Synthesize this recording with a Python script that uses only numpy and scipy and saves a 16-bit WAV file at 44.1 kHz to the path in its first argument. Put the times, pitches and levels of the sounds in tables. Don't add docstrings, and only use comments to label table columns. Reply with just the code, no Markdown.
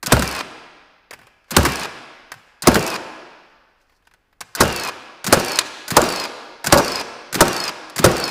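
import sys
import numpy as np
from scipy import signal
from scipy.fft import rfft, irfft, next_fast_len
from scipy.io import wavfile
from scipy.ndimage import uniform_filter1d

SR = 44100
rng = np.random.default_rng(int(sys.argv[2]) if len(sys.argv) > 2 else 0)


def log_audio(samples):
    frames = np.atleast_2d(samples).T
    limited = np.clip(frames, -1, 1)
    pcm = np.round(limited * 32767).astype(np.int16)
    wavfile.write(sys.argv[1], SR, pcm)


def boost_factor(decibels):
    exponent = np.asarray(decibels, float) / 20
    return 10 ** exponent


N = 366030


def at_hz(points, hz, axis=1):
    return np.interp(np.log(hz + 1), np.log(np.array(points)[:, 0]), np.array(points)[:, axis])


def coloured(spectrum):
    size = next_fast_len(N)
    gain = boost_factor(at_hz(spectrum, np.fft.rfftfreq(size, 1 / SR)))
    noise = irfft(rfft(rng.standard_normal(size)) * gain, size)[:N]
    return noise / noise.std()


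def bursts(times, levels_db, t60s, rise_s):
    env = np.zeros(N + SR)
    for s, level_db, t60 in np.broadcast(times, levels_db, np.clip(t60s, .004, .5)):
        t = np.arange(int((rise_s + 1.5 * t60) * SR)) / SR
        first = int(max(s - rise_s, 0) * SR)
        rise = np.minimum(t / rise_s, 1) ** 2
        fall = boost_factor(level_db - 60 * np.maximum(t - rise_s, 0) / t60)
        env[first:first + len(t)] += fall * rise
    return env[:N]


def grain(spread_db, size):
    jumps = boost_factor(spread_db * rng.standard_normal(N // size + 1))
    gain = uniform_filter1d(np.repeat(jumps, size)[:N], size // 2)
    return gain / np.sqrt(np.mean(gain ** 2))


def body(force, modes):
    out = np.zeros(N)
    for k, (hz, level_db, t60) in enumerate(modes):
        r, w = boost_factor(-60 / (max(t60, .01) * SR)), 2 * np.pi * hz / SR
        ring = signal.lfilter([0, np.sin(w)], [1, -2 * r * np.cos(w), r * r], force + 1e-18)
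        out += (-1) ** k * boost_factor(level_db) * ring
    return out


def soften(x, hz):
    return signal.sosfilt(signal.butter(2, hz, fs=SR, output="sos"), x)


# pitch_hz, level_db (per Hz)
AIR = [(8.8, -35), (15, -7), (43, -8), (70, -12.5), (126, -20.5), (509, -23), (2000, -29.5), (5220, -50),
       (15800, -46)]


def room_tone():
    return boost_factor(-67) * coloured(AIR)


# start_s, metal_db (peak), wood_db
PRESSES = [(0.0283, -16.5, -20.5), (5.243, -14.5, -21), (5.88, -16, -27.5), (6.6424, -15, -18),
           (7.327, -15.5, -22.5), (7.961, -14, -21)]
# start_s, metal_db (peak), gap_s, follower_db, jolt_db
LATCHES = [(0.0612, -10, 0.0073, -14.5, -20.5), (1.5075, -14, 0.0071, -15.5, -17),
           (2.6217, -11.5, 0.0081, -25, -23), (4.5509, -12, 0.0056, -19, -40.5),
           (5.2652, -8.5, .0074, -11, -9), (5.905, -11.5, 0.0065, -12.5, -10),
           (6.662, -12.5, 0.0074, -5, -13.5), (7.3437, -8, 0.0084, -9, -8.5),
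           (7.981, -10.5, 0.0087, -7.5, -11)]
# start_s, metal_db (peak), wood_db
BUCKS = [(0.2218, -11.5, -12.5), (1.6505, -6.5, -8.5), (1.6586, -14, -12), (1.687, -23.5, -17.5),
         (2.7541, -12.5, -4.5), (2.7644, -29.5, -19.5), (2.875, -16, -46.5), (4.6321, -13, -35),
         (5.3403, -18, -15.5), (5.391, -20.5, -35), (5.927, -33.5, -41), (5.941, -37, -43),
         (6.0566, -20, -40), (6.739, -9, -11), (7.421, -12, -29), (6.7809, -7, -22)]
# start_s, metal_db (peak), wood_db
DROPS = [(0.167, -23, -9), (1.609, -30, -21), (2.7157, -27, -7), (4.653, -20, -21), (5.371, -14, -25),
         (6.0167, -5.5, -19), (6.7746, -1.5, -26), (7.453, -16, -21), (8.087, -18, -14)]
# start_s, metal_db (peak)
SEATS = [(0.194, -8.5), (1.631, -12), (2.7437, -2), (4.6781, -15), (5.398, -12), (6.04, -12), (6.7964, -13),
         (7.481, -10), (8.1148, -12.5)]


def contacts():
    rows = [(s, metal, wood, wood - 5, 0.063) for s, metal, wood in PRESSES]
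    rows += [(s, metal, wood, wood - 3, 0.051) for s, metal, wood in BUCKS]
    for s, metal, gap, follower, jolt in LATCHES:
        rows.append((s, metal, jolt - 6, -99, .04))
        rows.append((s + gap, follower, follower - 10, jolt, .04))
    rows += [(s, metal, wood, wood - 5, 0.014) for s, metal, wood in DROPS]
    rows += [(s, metal, metal - 18, metal - 11.5, 0.023) for s, metal in SEATS]
    return rows


# pitch_hz, level_db (per Hz)
METAL = [(880, -24.5), (1500, 4), (2080, -33), (2430, -5.5), (3020, -13.5), (4180, 0), (5740, -4.5),
         (6520, -3), (15800, -12)]
# pitch_hz, level_db (per Hz)
WOOD = [(150, -16.5), (400, -6), (1000, -0.5), (1800, -0.5), (3000, -9), (6000, -23.5)]
# pitch_hz, level_db (per Hz)
JOLT = [(40, -24.5), (80, -9), (150, 5), (220, 1), (400, -5.5), (700, -34)]
# pitch_hz, level_db, t60_s
NOSE = [(1160, -45.5, .02), (1480, -35.5, 0.04), (2700, -39, .02), (4670, -31, 0.011), (7700, -37, 0.015)]


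def clacks():
    s, metal_db, wood_db, thump_db, t60 = np.transpose(contacts())
    metal = bursts(s + 0.00052, metal_db - 8, t60, rise_s=0.0014) * coloured(METAL) * grain(2.6, size=24)
    nose = boost_factor(-4.5) * body(metal, NOSE)
    knock = bursts(s + .0015, wood_db - 5, t60 * 1.2, rise_s=.002) * coloured(WOOD)
    thump = bursts(s + 0.0086, thump_db - 11.5, 0.18, rise_s=0.007) * coloured(JOLT)
    return metal + nose + knock + thump


# start_s, beam_db, bench_db, shudder_db, facing_db (tool towards the microphone)
SHOTS = [(0.12, -7.5, -16.5, -28, -6), (1.5647, -9, -15, -25, -6), (2.671, -3, -20.5, -19, -5),
         (4.6038, -14, -21, -20, 0), (5.3241, -7.5, -28, -21.5, 4), (5.966, -9.5, -31, -17.5, 4.5),
         (6.723, -6, -23.5, -15.5, 9), (7.4052, -6.5, -27.5, -18.5, 7), (8.041, -8, -19, -20, 7.5)]
# start_s, peak_db, release_db (click), ring_db (rack)
TEETH = [(0.242, -21, -5, -6), (0.2761, -12, -12.5, -17.5), (0.3119, -17, -9, -3), (0.3496, -18, -7, -1),
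         (0.3897, -22, -20, 3), (1.6862, -21.5, -10, -10), (1.7203, -16, -11, -7.5),
         (1.7562, -13.5, -14, -12), (1.795, -18, -9, -8), (1.8329, -19.5, -16, 7),
         (2.7929, -16, -11, -11.5), (2.826, -14.5, -11, -3.5), (2.8645, -13, -11, -6),
         (2.9014, -16.5, -11, -1), (2.9406, -22, -9.5, 6), (4.7254, -14.5, -20, -14),
         (4.761, -9, -17.5, -12), (4.7966, -16, -13, 2), (4.835, -14.5, -9, 0), (4.8734, -17.5, -8, 4),
         (5.447, -13, -11, -6), (5.4823, -13.5, -10, -1), (5.518, -12.5, -12, -2), (5.5572, -15.5, -8, 5.5),
         (6.0887, -14, -7, 2), (6.1237, -13.5, -12, -2), (6.1597, -15, -16, 4), (6.1984, -16, -14, 5),
         (6.2379, -19, -12, 7), (6.8466, -15.5, -10, -6), (6.88, -14.5, -18, 6), (6.9186, -17, -18, 5),
         (6.9561, -17, -15, 9), (6.9975, -20, -8, 4), (7.5296, -14.5, -11, 1), (7.5643, -14, -12, 4),
         (7.601, -18, -13, 9), (7.639, -16, -10, 5), (7.6788, -18, -8, 8), (8.1667, -15, -6, -6),
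         (8.1993, -13, -18, -1.5), (8.2394, -15, -10, 8), (8.2781, -16.5, -11, -3)]
# offset_s (from the shot), mesh_hz (gear teeth meeting), rattle_db
WIND = [
    (-.06, 716, -30),
    (-.045, 1100, -8),
    (-.005, 2185, 1.5),
    (.05, 2840, -0.5),
    (.12, 2785, -3.5),
    (.2, 2600, -4.5),
    (.275, 2450, -2),
    (.292, 2393, 2.5),
    (.305, 2200, -25),
]
# multiple (of mesh_hz), level_db, loudest_s (after shot), width_s, spinup_db
WHINE = [(.424, -5, .26, .05, -3), (.87, -5, .155, .06, -60), (1, -4, .14, .14, -14),
         (1.02, -2, .265, .045, -60), (1.69, -5, .2, .07, -7), (2.04, -9, .24, .06, -60),
         (2.07, -14, .1, .035, -60), (3.05, -22, .23, .04, -60)]
# under_mesh_db, mesh_db, middle_db, spinup_db
RUNS = [(2, 1, 2, 2), (-2, 1, 3, 1), (0, 3, -3, 1), (-2, 4, 3, -1), (-3, 1, 2, -3), (-3, 0, 1, -3),
        (-4, -2, -5, -1), (-3, 1, -1, -1), (-3, 0, -1, -3)]
# pitch_hz, level_db (per Hz)
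MOTOR = [(59, -39.5), (100, -16.5), (534, -5), (906, -2.5), (1100, -1.5), (2260, -7.5), (2560, -5.5),
         (3230, -9.5), (5150, -8), (5610, -12), (15800, -28.5)]


def motor():
    t, (offset, mesh_hz, rattle_db) = np.arange(N) / SR, np.transpose(WIND)

    caught, tooth_gap_s, step_share = np.transpose(TEETH)[0], .037, .7
    after = t - caught[np.searchsorted(caught, t) - 1]
    lead = step_share * (after - tooth_gap_s / 2) * (after > 0) * (after < tooth_gap_s)

    pitch, rattle, high, since, mesh, middle, under, start = np.zeros((8, N))
    for shot, run, (latch, *_) in zip(SHOTS, RUNS, LATCHES):
        s, facing_db = shot[0], shot[-1]
        under_db, mesh_db, middle_db, spin_db = run
        on = (t > latch) & (t < s + offset[-1])
        spin_up = (t[on] - s) * offset[0] / (latch - s)
        since[on] = np.where(t[on] < s, spin_up, t[on] - s)
        pitch[on] = np.interp(since[on] - lead[on], offset, mesh_hz)
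        rattle[on] = boost_factor(-26 + np.interp(since[on], offset, rattle_db))
        high[on], middle[on] = boost_factor(facing_db), boost_factor(facing_db + middle_db)
        mesh[on], under[on], start[on] = boost_factor(-3.5 + mesh_db), boost_factor(under_db), boost_factor(spin_db)

    wander_hz = 45
    pitch += wander_hz * np.log(grain(3.0, size=150))
    phase = 2 * np.pi * np.cumsum(uniform_filter1d(pitch, size=400)) / SR
    whine = np.zeros(N)
    for multiple, level_db, loudest, width, spinup_db in WHINE:
        if multiple == .87:
            strength = under
        elif multiple < 1.5:
            strength = mesh
        else:
            strength = middle if multiple < 2 else high
        swell = boost_factor(level_db - 9 * ((since - loudest) / width) ** 2) * strength
        spinning_up = boost_factor(spinup_db + 350 * since) * start * (since < 0)
        flutter = grain(3.0 if multiple > 1.5 else 2.5, size=300)
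        whine += (swell + spinning_up) * flutter * np.sin(multiple * phase)

    noise = coloured(MOTOR) * grain(2.8, size=40)
    dull = signal.sosfiltfilt(signal.butter(2, 4000, fs=SR, output="sos"), noise)
    hiss = boost_factor(np.where(since < 0, -8.5, -4))
    return rattle * (dull + hiss * (noise - dull) + whine)


# crack_db, bottom_s (driver bottoms out, after the shot), bottom_db
NAILS = [(-2, 0.0076, -0.5), (4.5, 0.018, -1), (1.5, 0.01, -3.5), (-2.5, 0.013, 6.5), (-4, 0.0028, -8),
         (-0.5, 0.0051, -3.5), (2, 0.0075, -4), (0, 0.01, 2), (0.5, 0.021, -10)]
# t60_s, second_db
TEARS = [(.038, -13.5), (0.02, -17), (0.028, -15.5), (.045, -13), (0.068, -8), (.038, -15.5),
         (0.022, -13.5), (.036, -15), (.04, -11)]
# pitch_hz, level_db (per Hz)
CRACK = [(180, -24.5), (300, -0.5), (1360, -4), (3170, -15.5), (4200, -11), (4880, -10.5), (7510, -13),
         (9960, -14.5), (15800, -24.5)]


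def cracks():
    s = np.transpose(SHOTS)[0]
    crack_db, bottom_s, _ = np.transpose(NAILS)
    tear_t60, second_db = np.transpose(TEARS)
    level_db = -1.1
    env = bursts(s + bottom_s, level_db + second_db, 0.023, rise_s=0.0024)
    env += bursts(s + 0.0023, level_db + crack_db + 2, tear_t60, rise_s=0.0015)
    env += bursts(s, level_db - 15.5, 0.077, rise_s=0.001)
    return env * coloured(CRACK) * grain(3.6, size=30)


# pitch_hz, level_db, t60_s
BEAM = [(165, -1, 0.034), (235, -3, 0.052), (346, -2, 0.085), (418, -8.5, 0.1), (474, -0.5, 0.038),
        (564.2, 2.5, 0.049), (641, -0.5, 0.045), (763, -1.5, 0.03), (908, -2.5, 0.04), (1140, -3, 0.045),
        (1306, -4.5, 0.042), (1436, -2, 0.047), (1643, -8.5, 0.047), (2200, -15, 0.016)]
# low_db, lower_middle_db, upper_middle_db, high_db
SPOTS = [(2.5, -2.5, -0.5, 3), (-2, -6, -1, 2), (2, -1, -3.5, -4), (1, -2, -2.5, -1.5), (2, -1, -8, -1.5),
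         (-3, -0.5, 3, -0.5), (-1.5, -1, 3, -1), (1, -2, -2, -3.5), (0.5, 1, -1.5, -2)]
SPLIT_HZ = (0, 300, 850, 1200, 3000)


def beam(force):
    struck = np.searchsorted(np.transpose(SHOTS)[0][1:] - .1, np.arange(N) / SR)
    out = np.zeros(N)
    for low, high, spot_db in zip(SPLIT_HZ, SPLIT_HZ[1:], np.transpose(SPOTS)):
        group = [mode for mode in BEAM if low <= mode[0] < high]
        out += body(force * boost_factor(spot_db)[struck], group)
    return out


# start_s, level_db
ROCKS = [(.168, -40.5), (.192, -41), (1.609, -36), (1.636, -38), (2.715, -46), (2.763, -35), (4.649, -40.5),
         (4.685, -44), (5.369, -36.5), (5.395, -47), (6.0, -41), (6.03, -46), (6.754, -35.5), (6.78, -45),
         (7.45, -45.5), (7.48, -43), (8.074, -39), (8.1, -45)]


def beam_blows():
    s, beam_db, _, shudder_db, _ = np.transpose(SHOTS)
    _, bottom_s, bottom_db = np.transpose(NAILS)
    push = rng.standard_normal(N)
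    blow = bursts(s + 0.00071, beam_db - 24.5, 0.038, rise_s=0.0021)
    blow += bursts(s + bottom_s, beam_db + bottom_db - 25.5, 0.04, rise_s=0.0011)
    shudder = bursts(s + 0.015, shudder_db - 22.5, 0.4, rise_s=0.03) * grain(4.4, size=200)
    rock = soften(bursts(*np.transpose(ROCKS), .05, rise_s=0.0025) * push, 902)
    return beam(push * (blow + shudder) + rock)


# pitch_hz, level_db, t60_s
BENCH = [(39, -10, 0.062), (68.4, 2.5, 0.38), (107, -10.5, 0.35)]
# pitch_hz, level_db (per Hz)
THUMP = [(30, -15.5), (60, -3), (130, 8), (220, -5.5), (400, -6.5), (700, -34)]


def bench():
    s, _, bench_db, *_ = np.transpose(SHOTS)
    push = rng.standard_normal(N) * bursts(s + 0.015, bench_db - 28.5, 0.17, rise_s=0.034)
    boom = bursts(s + 0.011, bench_db + 7.5, 0.13, rise_s=0.0073) * coloured(THUMP)
    return body(push, BENCH) + boom


# pitch_hz, level_db (per Hz)
TOOTH = [(1760, -42), (3000, -14.5), (3700, -16), (4560, -7), (4920, -0.5), (6500, -5), (9470, -7.5),
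         (15800, -16)]


def teeth():
    s, on_db, off_db, ring_db = np.transpose(TEETH)
    shot_s = np.transpose(SHOTS)[0]
    early = s - shot_s[np.searchsorted(shot_s, s) - 1] < .175
    on = bursts(s + 0.00088, on_db - 6, 0.016, rise_s=0.001)
    off = bursts(s + 0.014, on_db + off_db - 2, 0.019, rise_s=.001)
    push = rng.standard_normal(N)
    long, short = (bursts(s[k] + 0.00053, (on_db + ring_db)[k], 0.022, rise_s=0.0018) * push
                   for k in (early, ~early))
    rings = body(long, [(4532, -26.5, 0.027), (5200, -30.5, .015)])
    rings += body(short, [(4480, -29.0, 0.0084), (5000, -24, 0.014), (6634, -32, .01)])
    return (on + off) * coloured(TOOTH) + rings


# start_s, metal_db (peak), wood_db
HANDLING = [(1.109, -27, -25.5), (1.129, -38, -30), (1.135, -29.5, -31), (1.19, -41.5, -38.5),
            (1.2142, -50, -39), (1.2314, -43.5, -46.5), (1.269, -38.5, -39), (1.443, -47, -58),
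            (1.482, -66, -48), (1.497, -59, -43.5), (2.3183, -24.5, -21.5), (2.34, -35.5, -37.5),
            (3.422, -62.5, -72), (3.52, -63.5, -67.5), (3.809, -53, -57.5), (3.896, -52, -50),
            (3.9224, -60, -50.5), (4.024, -75, -54.5), (4.052, -48, -64.5), (4.0709, -38.5, -44.5),
            (4.112, -46, -47), (4.138, -39.5, -45.5), (4.328, -50.5, -51.5), (4.407, -23, -29),
            (4.4117, -21, -26), (5.597, -32.5, -39), (5.6144, -40, -33), (7.8985, -30, -43)]
# pitch_hz, level_db (per Hz)
TOUCH = [(500, -25.5), (1000, -7), (1700, -11), (2600, -11), (4700, 0), (7000, -4.5), (11000, -7.5),
         (15800, -25)]


def touches():
    s, tap_db, wood_db = np.transpose(HANDLING)
    dull_below_db, bright_above_db = -60.5, -31
    softness = np.clip((bright_above_db - tap_db) / (bright_above_db - dull_below_db), 0, 1)
    top_db = tap_db - 20 * softness
    noise = coloured(TOUCH) * grain(2.4, size=24)
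    dull = soften(noise, 3000)
    tap = bursts(s, tap_db - 4, 0.058, rise_s=0.0014) * dull
    tap += bursts(s, top_db - 5.5, 0.033, rise_s=0.00034) * (noise - dull)
    knock = bursts(s + 0.00062, wood_db - 4.5, 0.053, rise_s=0.001) * coloured(WOOD)
    nose = boost_factor(-4.5) * body(tap + knock, NOSE)
    thump = bursts(s + 0.021, wood_db - 20.5 - 10.5, 0.32, rise_s=.014) * coloured(THUMP)
    return tap + knock + nose + thump


# start_s, level_db
RUSTLE = [
    [(1.14, -84), (1.2, -68), (1.3, -76), (1.42, -84), (1.46, -76), (1.5, -66)],
    [(2.33, -70), (2.42, -70), (2.55, -84)],
    [(3.3, -79), (3.52, -77.5), (3.75, -86.5), (3.816, -70), (3.85, -79.5), (3.97, -68.5), (4.0, -80),
     (4.05, -80.5), (4.4, -85.5)],
]


def rustle():
    t, level = np.arange(N) / SR, np.zeros(N)
    for s, level_db in map(np.transpose, RUSTLE):
        level += boost_factor(np.interp(t, s, level_db, -120, -120))
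    cloth = [(2500, -16.5), (4500, 7.5), (8000, -3.5), (12000, -9.0), (15800, -11)]   # pitch_hz, level_db
    return level * coloured(cloth) * grain(2.5, size=200)


# start_s, pitch_hz, level_db
SQUEAKS = [
    [(2.09, 11000, -100), (2.134, 11880, -81), (2.258, 10830, -84), (2.31, 11800, -82), (2.41, 14200, -86),
     (2.43, 14100, -84), (2.47, 12000, -86), (2.49, 11000, -100)],
    [(6.34, 12700, -95), (6.42, 12600, -77), (6.47, 12250, -79), (6.51, 11500, -77), (6.545, 9600, -84),
     (6.57, 9800, -95), (6.6, 11000, -82), (6.635, 12100, -80)],
    [(4.49, 9500, -95), (4.51, 11500, -82), (4.54, 15000, -82), (4.55, 15500, -90)],
]


def squeaks():
    t, out = np.arange(N) / SR, np.zeros(N)
    for s, hz, level_db in map(np.transpose, SQUEAKS):
        pitch = uniform_filter1d(np.interp(t, s, hz), size=800)
        tone = np.sin(2 * np.pi * np.cumsum(pitch) / SR)
        out += boost_factor(np.interp(t, s, level_db, -150, -150) + 3) * tone
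    return out


# start_s, peak_db, t60_s
SNAP = [
    (5.5871, 1, 0.023),
]
# pitch_hz, level_db (per Hz)
SNAP_COLOUR = [(290, -47), (500, -18.5), (2420, -5), (3000, -7), (4130, 2), (5680, -11.5), (6470, -6.5),
               (9020, -9.5), (15800, -25.5)]


def snap():
    s, snap_db, t60 = np.transpose(SNAP)
    return bursts(s + 0.0015, snap_db, t60, rise_s=0.00024) * coloured(SNAP_COLOUR)


SCATTER_HZ = (300, 2200)
PATHS_S = (0, .009, .019, .031, .044, .06)


def scattered(x):
    low, below = (soften(x, hz) for hz in SCATTER_HZ)
    out = np.zeros(N + SR)
    for lag_s in PATHS_S:
        for part, step in ((below - low, 70), (x - below, 20)):
            points = np.arange(N // step + 2)
            sway = np.interp(np.arange(N) / step, points, rng.standard_normal(len(points)))
            out[int(lag_s * SR):][:N] += part * sway
    return low + out[:N] * np.sqrt(1.5 / len(PATHS_S))


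# pitch_hz, t60_s, level_db
HALL = [(59.7, 0.43, -6.5), (150, 0.99, -7.5), (406, 1.294, -5.5), (1100, 1.544, -6), (1650, 1.705, -8.5),
        (2600, 1.576, -10), (4550, 1.61, -11.5), (8150, 0.76, -8.5), (12000, 0.99, -14.5),
        (16000, 0.31, -12.5)]
# pitch_hz, width_hz, added_db
ROOF = [(1660, 66, -1.5), (2610, 500, -2), (3330, 230, -9), (5030, 400, -11)]


def workshop(x):
    size = 2 * SR
    t, hz, tail = np.arange(size) / SR, np.fft.rfftfreq(size, 1 / SR), np.zeros(size)
    white = rfft(rng.standard_normal(size))
    for centre in 40 * 2 ** np.arange(0, 9, .5):
        band = irfft(white * np.clip(1 - 2 * np.abs(np.log2((hz + 1) / centre)), 0, 1), size)
        late = boost_factor(-42.5 - 60 * t / at_hz(HALL, centre)) * np.clip((t - .01) / 0.095, 0, 1)
        near = boost_factor(-26.5 - 60 * t / 0.086) * np.clip((t - .003) / 0.017, 0, 1)
        tail += boost_factor(at_hz(HALL, centre, axis=2)) * band * (late + near)
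    walls = signal.fftconvolve(x, tail)[:N]
    favoured = np.zeros(N)
    for centre, width, added_db in ROOF:
        favoured += boost_factor(added_db) * signal.lfilter(*signal.iirpeak(centre, centre / width, fs=SR), walls)
    return walls + favoured


def scene():
    blows = clacks() + cracks() + beam_blows() + bench() + touches()
    gears = motor() + teeth()
    nail = snap()
    walls = workshop(scattered(blows + boost_factor(-3.5) * nail + boost_factor(-1.5) * gears))
    return (room_tone() + blows + gears + nail + walls + rustle() + squeaks())[None]


def top_cut(x):
    return signal.sosfilt(signal.butter(12, 16000, fs=SR, output="sos"), x)


def record(dry):
    clipped = np.clip(dry, -.97, .97)
    cut = signal.sosfiltfilt(signal.cheby2(10, 35, 16100, fs=SR, output="sos"), clipped)
    return top_cut(np.clip(cut, -1, 1))


dry = scene()
out = record(dry)
log_audio(out)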